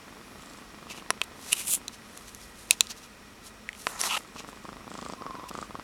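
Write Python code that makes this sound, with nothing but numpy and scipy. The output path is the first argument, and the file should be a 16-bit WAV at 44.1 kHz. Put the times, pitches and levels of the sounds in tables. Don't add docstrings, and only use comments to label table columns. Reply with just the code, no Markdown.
import sys
import numpy as np
from scipy import signal
from scipy.fft import rfft, irfft, next_fast_len
from scipy.io import wavfile

SR = 44100
rng = np.random.default_rng(int(sys.argv[2]) if len(sys.argv) > 2 else 0)


def to_wav(sig):
    pcm = np.clip(np.atleast_2d(sig), -1, 1) * 32767
    pcm = np.round(pcm).astype(np.int16)
    wavfile.write(sys.argv[1], SR, pcm.T)


N = 257103
TIME = np.arange(N) / SR

# (frequency [Hz], level [dB])
ROOM_COLOUR = [(15, -39.5), (25, -8.5), (64, -4.5), (170, -11), (212, -2.5), (312, -9), (448, -12),
               (544, -12.5), (873, -13.5), (948, -11.5), (2440, -17), (4020, -20.5), (10900, -28),
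               (17000, -40), (19000, -72)]
# (time [s], hiss [dB], low drone [dB])
ROOM_LEVELS = [(.2, -50, -65.5), (1, -50, -75.5), (2.55, -51, -60.5), (3.4, -51.5, -72), (5.83, -50, -60)]
# (pitch [Hz], width [Hz], level [dB])
ROOM_HUMS = [(202.2, 64.6, -64.5), (441, 83.7, -66.5), (1264.7, 125, -64.5), (1920.5, 68, -65.5),
             (2461, 132, -66.5), (5537, 410, -67.5)]

# (start [s], end [s], level [dB])
RUSTLE_SPANS = [(1.38, 1.804, -55.5), (1.999, 2.84, -58), (3.76, 4.2, -51)]
# (peak time [s], length [s], level [dB], speed [0-1], hollow scrape [0-1])
FUR_BRUSHES = [(0.916, 0.0338, -41.5, 0.11, 1), (0.979, 0.0545, -48.5, 0.19, 1),
               (1.24, .009, -43, 0.58, 0.02), (1.512, .11, -42.5, .36, 0.11),
               (1.53, 0.0193, -28, 0.84, 0.77), (1.601, 0.08, -35.5, 0.75, 0.49),
               (1.687, .052, -31.5, 0.955, 0.2), (1.735, 0.0548, -22.5, 0.995, 0),
               (1.945, 0.036, -48.5, 0.147, 0.4), (2.288, 0.032, -46, 0.22, 0.13),
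               (2.43, 0.062, -50.5, 0.325, 0.17), (2.728, 0.035, -39, 0.133, 0.35),
               (2.837, 0.088, -48.5, 0.095, 0.42), (2.912, 0.0278, -37, 0.082, 0.29),
               (2.98, 0.039, -49.5, 0.183, 0.13), (3.045, 0.056, -50.5, 0.19, 0.45),
               (3.471, 0.047, -45, 0.35, .05), (3.896, 0.065, -43.5, 0.76, 0.11),
               (4.007, .025, -33, 0.37, 0.12), (4.061, 0.064, -29.5, 0.316, 0),
               (4.153, 0.0624, -42.5, 0.3, 0.97), (4.397, 0.0468, -45, 0.038, 0.81),
               (4.495, 0.0296, -51, 0.37, 0.26), (5.492, 0.0111, -41, 0.34, 0.46)]
# (frequency [Hz], level [dB])
SLOW_BRUSH_COLOUR = [(150, -24), (400, -7.5), (700, -5.5), (1100, -4), (1900, -4.5), (2600, -5), (3900, 1),
                     (4800, 0), (6100, 3), (7800, -4.5), (12000, -13.5), (17000, -27), (19000, -51.5)]
FAST_BRUSH_COLOUR = [(300, -22.5), (1900, -28), (2700, -8.5), (5000, -15.5), (7300, -2), (9600, 0.5),
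                     (11500, -2), (14000, -12), (16500, -23.5), (19000, -47.5)]
# (time [s], thud [dB], snap [dB], ring [dB], lower pitch [Hz], upper pitch [Hz])
CAMERA_CLICKS = [(1.105, 16, 1, 14, 5665, 10350), (1.2158, 6.5, -1.5, 17.5, 2605, 3004),
                 (1.5296, -.5, 9.5, 21, 2774, 10140), (1.8809, -17, -5, 4.5, 3906, 6055),
                 (2.175, -27.5, -13.5, -7, 7160, 11060), (2.348, -29, -15.5, -6, 6180, 11100),
                 (2.7087, -4.5, 19.5, 17.5, 2545, 9384), (2.8076, 6, 15, 23, 3730, 7137),
                 (2.870, -24.5, -15.5, -5, 3750, 4840), (3.6900, -14, -16, 8.5, 1934, 2160),
                 (3.730, -24, -22, -4.5, 2170, 3040), (3.75, -30.5, -25.5, -8, 2290, 3070),
                 (3.8693, 14.5, -6.5, 6, 2110, 5620), (4.0140, 1, -4.5, 14, 5770, 10000),
                 (4.0378, 3.5, -11.5, 6, 1824, 2180), (4.189, -25, -22, -8, 7495, 10500)]
# (pitch [Hz], width [Hz], level [dB])
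CASE_THUD = [(150, 316, -16), (455.5, 62.3, -5.5), (688, 223, -4), (1051.5, 126, -0.5), (1279, 272, 0),
             (1756, 370, -6.5)]
CASE_SNAP = [(2515, 477, 0.5), (3698, 337, 2.5), (4117, 1100, -2), (5430, 1550, -4.5), (7053, 1700, 1),
             (9190, 1140, -0.5), (10730, 2600, -18.5), (14130, 4000, -16.5)]
CASE_RINGS = [(4005, 89, -5), (2584, 40, -14)]

# (start [s], end [s], breathy rush [dB], snort [dB])
CAT_SNIFFS = [(3.88, 4.029, -44.5, -72.5), (4.032, 4.085, -37, -57), (4.091, 4.16, -43.5, -29.5),
              (4.167, 4.176, -30.5, -25.5)]
# (frequency [Hz], level [dB])
RUSH_COLOUR = [(150, -12), (400, -7), (750, -3), (1050, 3.5), (1400, -2), (2000, -5), (3500, -19.5),
               (7000, -10), (18000, -58.5)]
SNORT_COLOUR = [(400, -51.5), (750, -8), (950, -4), (1300, 0.5), (1600, -24), (2200, -8), (2750, 2.5),
                (3200, -4.5), (3700, -7.5), (4200, -13), (5500, -14), (12000, -19.5), (18000, -59.5)]
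# (time [s], lower pitch [Hz], upper pitch [Hz])
WHISTLE_PITCHES = [(.1, 10700, 14100), (.27, 11020, 14150), (.5, 10860, 14150), (.63, 10580, 11300)]
# (start [s], end [s], level [dB])
NOSE_HISS_SPANS = [(0.387, 0.603, -57.5), (4.2, 4.717, -62.5), (4.895, 5.154, -53.5), (5.533, 5.667, -52.5)]
# (frequency [Hz], level [dB])
NOSE_COLOUR = [(1500, -4), (3200, 5), (4700, 3), (6000, 2), (7800, 6), (9500, -3.5), (12000, -35),
               (17000, -27.5)]
# (start [s], end [s], level [dB], starting pitch [Hz])
HOLLOW_TONES = [(4.92, 5.14, -59, 1169), (5.189, 5.488, -46.3, 1066), (5.53, 5.665, -51.5, 1171)]

# (first beat [s], last beat [s], direction [0 in, 1 out], level [dB], swell from first to last [dB])
PURR_RUNS = [(.082, 0.213, 0, -6.5, -2.5), (0.281, .624, 1, -8, 0.5), (0.704, .869, 0, -6, 3),
             (.908, 1.214, 1, -7.5, -7), (1.282, 1.61, 1, -8, 1.5), (1.654, 1.896, 0, -9, -6),
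             (2.021, 2.21, 1, -12.5, 5.5), (4.206, 4.289, 0, -7.5, -2), (4.362, 4.572, 0, -1.5, -4.5),
             (4.652, 4.845, 1, -2, -9), (4.8787, 5.135, 1, 2.5, 4.5), (5.2213, 5.439, 0, 2, -1.5),
             (5.511, 5.6265, 1, 3.8, 2), (5.708, 5.7963, 0, 1.5, 0.5)]
# (pitch [Hz], width [Hz], level [dB])
CHEST_RINGS = [(199.4, 65.8, 0.5), (285.7, 125, -1), (653, 230, -9.5)]
# (pitch [Hz], width [Hz], level [dB], growth [dB per dB of beat strength])
THROAT_RINGS = [(249.6, 101, -1, 0.88), (459.4, 156, -4.5, 1.59), (723, 390, -21, 1.36),
                (1134, 104, 2, 1.446), (1244, 153, -1, 1.39), (1837, 468, -15.5, -0.06),
                (3350, 1010, -18, 0.5), (4760, 450, -13, 2.5)]


def from_db(db):
    return 10 ** (np.asarray(db) / 20)


def unit_power(x):
    return x / np.sqrt(np.mean(x ** 2) + 1e-20)


def over_time(rows):
    times, *columns = np.transpose(rows)
    return [np.interp(TIME, times, column) for column in columns]


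def fade(start, end, rise_s, fall_s):
    return np.clip(np.minimum((TIME - start) / rise_s, (end - TIME) / fall_s) + .5, 0, 1)


def noise(colour):
    hz, db = np.transpose(colour)
    size = next_fast_len(N)
    bins_hz = np.maximum(np.fft.rfftfreq(size, 1 / SR), 1)
    gain = from_db(np.interp(np.log(bins_hz), np.log(hz), db))
    gain *= np.minimum(bins_hz / hz[0], 1) ** 2
    return unit_power(irfft(rfft(rng.standard_normal(size)) * gain, size)[:N])


def flutter(per_s):
    points = rng.standard_normal(N // 8)
    return unit_power(np.interp(TIME * per_s, np.arange(len(points)), points))


def kicks(times, gains):
    out = np.zeros(N)
    np.add.at(out, np.clip(np.round(np.asarray(times) * SR).astype(int), 0, N - 1), gains)
    return out


def soften(x, hz):
    return signal.sosfilt(signal.butter(2, hz, fs=SR, output="sos"), x + 1e-18)


def ring(x, hz, width_hz):
    decay = np.exp(-np.pi * width_hz / SR)
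    feedback = [1, -2 * decay * np.cos(2 * np.pi * hz / SR), decay * decay]
    return signal.lfilter(np.array([1, 0, -1]) * (1 - decay * decay) / 2, feedback, x + 1e-18)


def ring_twice(x, hz, width_hz):
    return ring(ring(x, hz, width_hz), hz, width_hz)


def body(x, rings):
    return sum(from_db(db) * ring(x, hz, width) for hz, width, db in rings)


def noise_band(hz, width_hz):
    return unit_power(ring_twice(rng.standard_normal(N), hz, width_hz))


def echoes(x, decay_s):
    t = TIME[:SR // 4]
    tail = rng.standard_normal(len(t)) * from_db(-60 * t / decay_s) * (t > .001)
    return signal.fftconvolve(x, tail / np.linalg.norm(tail))[:N]


def room():
    hiss_db, drone_db = over_time(ROOM_LEVELS)
    hums = sum(from_db(db) * noise_band(hz, width) for hz, width, db in ROOM_HUMS)
    drone = from_db(drone_db) * noise_band(hz=47.36, width_hz=7.7)
    return from_db(hiss_db) * noise(ROOM_COLOUR) + hums + drone


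def brushes(rustle_speed=0.536, uneven_db=3, grain_db=2.0, rise_share=0.5925, roundness=1.524):
    rustle = sum(from_db(db) * fade(start, end, 0.12, 0.12) for start, end, db in RUSTLE_SPANS)
    slides = [(rustle * from_db(uneven_db * flutter(per_s=15)), rustle_speed, 0)]
    for peak, length, db, speed, hollow in FUR_BRUSHES:
        from_peak = np.maximum((peak - TIME) / rise_share, (TIME - peak) / (1 - rise_share)) / length
        hump = np.exp(-np.minimum(from_peak ** roundness, 20))
        slides.append((from_db(db) * hump, speed, hollow))
    slow_power, fast_power, scrape_power = np.zeros((3, N))
    for level, speed, hollow in slides:
        slow_power += (1 - speed) * level ** 2
        fast_power += speed * level ** 2
        scrape_power += (hollow * level) ** 2
    scrape = np.sqrt(scrape_power) * noise_band(hz=2680, width_hz=800)
    slow = np.sqrt(slow_power) * noise(SLOW_BRUSH_COLOUR)
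    fast = np.sqrt(fast_power) * noise(FAST_BRUSH_COLOUR)
    return (slow + fast + scrape) * from_db(grain_db * flutter(per_s=500))


def clicks(stagger_s=.00006, upper_ring_db=-1.5, near_db=-17.5, room_db=-32.5):
    times, thud_db, snap_db, ring_db, lower_hz, upper_hz = np.transpose(CAMERA_CLICKS)
    out = soften(body(kicks(times, from_db(thud_db)), CASE_THUD), hz=5000)
    for k, (hz, width, db) in enumerate(CASE_SNAP[::-1]):
        out += ring_twice(kicks(times + k * stagger_s, from_db(snap_db + db)), hz, width)
    kick = signal.unit_impulse(SR // 50)
    for pitches, levels in (lower_hz, ring_db), (upper_hz, ring_db + upper_ring_db):
        for at, hz, db in zip(times, pitches, levels):
            first = round(at * SR)
            width_hz = 350 + 0.082 * hz
            out[first:first + len(kick)] += from_db(db) * ring_twice(kick, hz, width_hz)
    near_echoes = from_db(near_db) * echoes(out, decay_s=0.0264)
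    room_echoes = from_db(room_db) * echoes(out, decay_s=0.266)
    return out + near_echoes + room_echoes


def sniffs(swell_db_per_s=27.5, rough_db=1.62):
    rush, snort = np.zeros((2, N))
    for start, end, rush_db, snort_db in CAT_SNIFFS:
        swell = from_db(swell_db_per_s * (np.clip(TIME, start, end) - (start + end) / 2))
        flow = swell * fade(start, end, rise_s=0.0082, fall_s=.008)
        rush += from_db(rush_db) * flow
        snort += from_db(snort_db) * flow
    air = rush * noise(RUSH_COLOUR) + snort * noise(SNORT_COLOUR)
    return air * from_db(rough_db * flutter(per_s=350))


def whistle(level_db=-64, uneven_db=2.0):
    waver = 1 + 0.0057 * flutter(per_s=300) + 0.00492 * flutter(per_s=24.9)
    lower, upper = (np.sin(2 * np.pi * np.cumsum(hz * waver) / SR) for hz in over_time(WHISTLE_PITCHES))
    level = from_db(level_db + uneven_db * flutter(per_s=20.8))
    return fade(start=0.166, end=0.61, rise_s=0.154, fall_s=0.154) * level * (lower + 0.57 * upper)


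def nose(puff_times, puff_width_s=0.00126, leak=0.174, rise_s=0.043, fall_s=0.035, sink_hz_per_s=100):
    flow = sum(from_db(db) * fade(start, end, rise_s, fall_s) for start, end, db in NOSE_HISS_SPANS)
    puff_shape = signal.windows.gaussian(SR // 40, puff_width_s * SR)
    puffs = signal.fftconvolve(kicks(puff_times, 0.692), puff_shape, "same")
    out = flow * unit_power(leak + puffs) * noise(NOSE_COLOUR)
    real, imaginary = unit_power(soften(rng.standard_normal((2, N)), hz=45))
    shake = real + 1j * imaginary
    shake /= 1.7 + np.abs(shake)
    for start, end, db, hz in HOLLOW_TONES:
        pitch_hz = hz - sink_hz_per_s * (TIME - start)
        tone = unit_power((shake * np.exp(2j * np.pi * np.cumsum(pitch_hz) / SR)).real)
        out += from_db(db) * fade(start, end, rise_s, fall_s) * tone
    return out


def purr_beats(in_per_s=23.7, out_per_s=26.6, quicken=.012, edge_db=-1.5, vary_s=.0005, vary_db=0.544):
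    times, levels = [], []
    for start, end, outward, db, swell_db in PURR_RUNS:
        per_s = out_per_s if outward else in_per_s
        along = np.linspace(0, 1, max(round((end - start) * per_s), 1) + 1)
        times.extend(start + (end - start) * along * (1 + quicken * (1 - along)))
        levels.extend(db + swell_db * (along - .5) + edge_db * (2 * along - 1) ** 2)
    later, louder = rng.standard_normal((len(times), 2)).T
    return np.array(times) + vary_s * later, from_db(np.array(levels) + vary_db * louder)


def throat_rasp(times, gains, linger_s=0.0082):
    decay = np.exp(-1 / (linger_s * SR))
    power = signal.lfilter([1 - decay], [1, -decay], kicks(times, gains ** 2) + 1e-18)
    return body(np.sqrt(power) * rng.standard_normal(N), [row[:3] for row in THROAT_RINGS])


def throat_snaps(times, gains, vary_db=1.92):
    kick = signal.unit_impulse(SR // 50)
    out = np.zeros(N + len(kick))
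    for k, (hz, width, db, growth) in enumerate(THROAT_RINGS):
        sign = 1 if k < 3 else -1
        for at, gain, (louder, higher) in zip(times, gains, rng.standard_normal((len(times), 2))):
            first = round(at * SR)
            pitch_hz = hz * from_db(0.3543 * higher)
            strength = gain ** growth * from_db(db + vary_db * louder)
            out[first:first + len(kick)] += sign * strength * ring(kick, pitch_hz, width)
    return out[:N]


def purr(puff_lead_s=0.01185, thump_lead_s=0.007182, rasp_db=-9.5, snap_db=-1.1256):
    times, gains = purr_beats()
    lead_s = thump_lead_s * from_db(rng.normal(0, 1.944, len(times)))
    thumps = soften(body(kicks(times - lead_s, gains), CHEST_RINGS), hz=900)
    rasp = from_db(rasp_db) * throat_rasp(times, gains)
    snaps = from_db(snap_db) * throat_snaps(times, gains)
    return soften(snaps + rasp, hz=3800) + thumps + nose(times - puff_lead_s)


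def scene():
    touch = clicks() + brushes()
    handling = soften(touch, hz=17500) + body(touch, CASE_RINGS)
    return (purr() + whistle() + handling + sniffs() + room())[None]


def record(dry):
    treble_cut = signal.cheby2(12, 70, 19900, fs=SR, output="sos")
    return signal.sosfilt(treble_cut, np.clip(dry, -1, 1))


dry = scene()
out = record(dry)
to_wav(out)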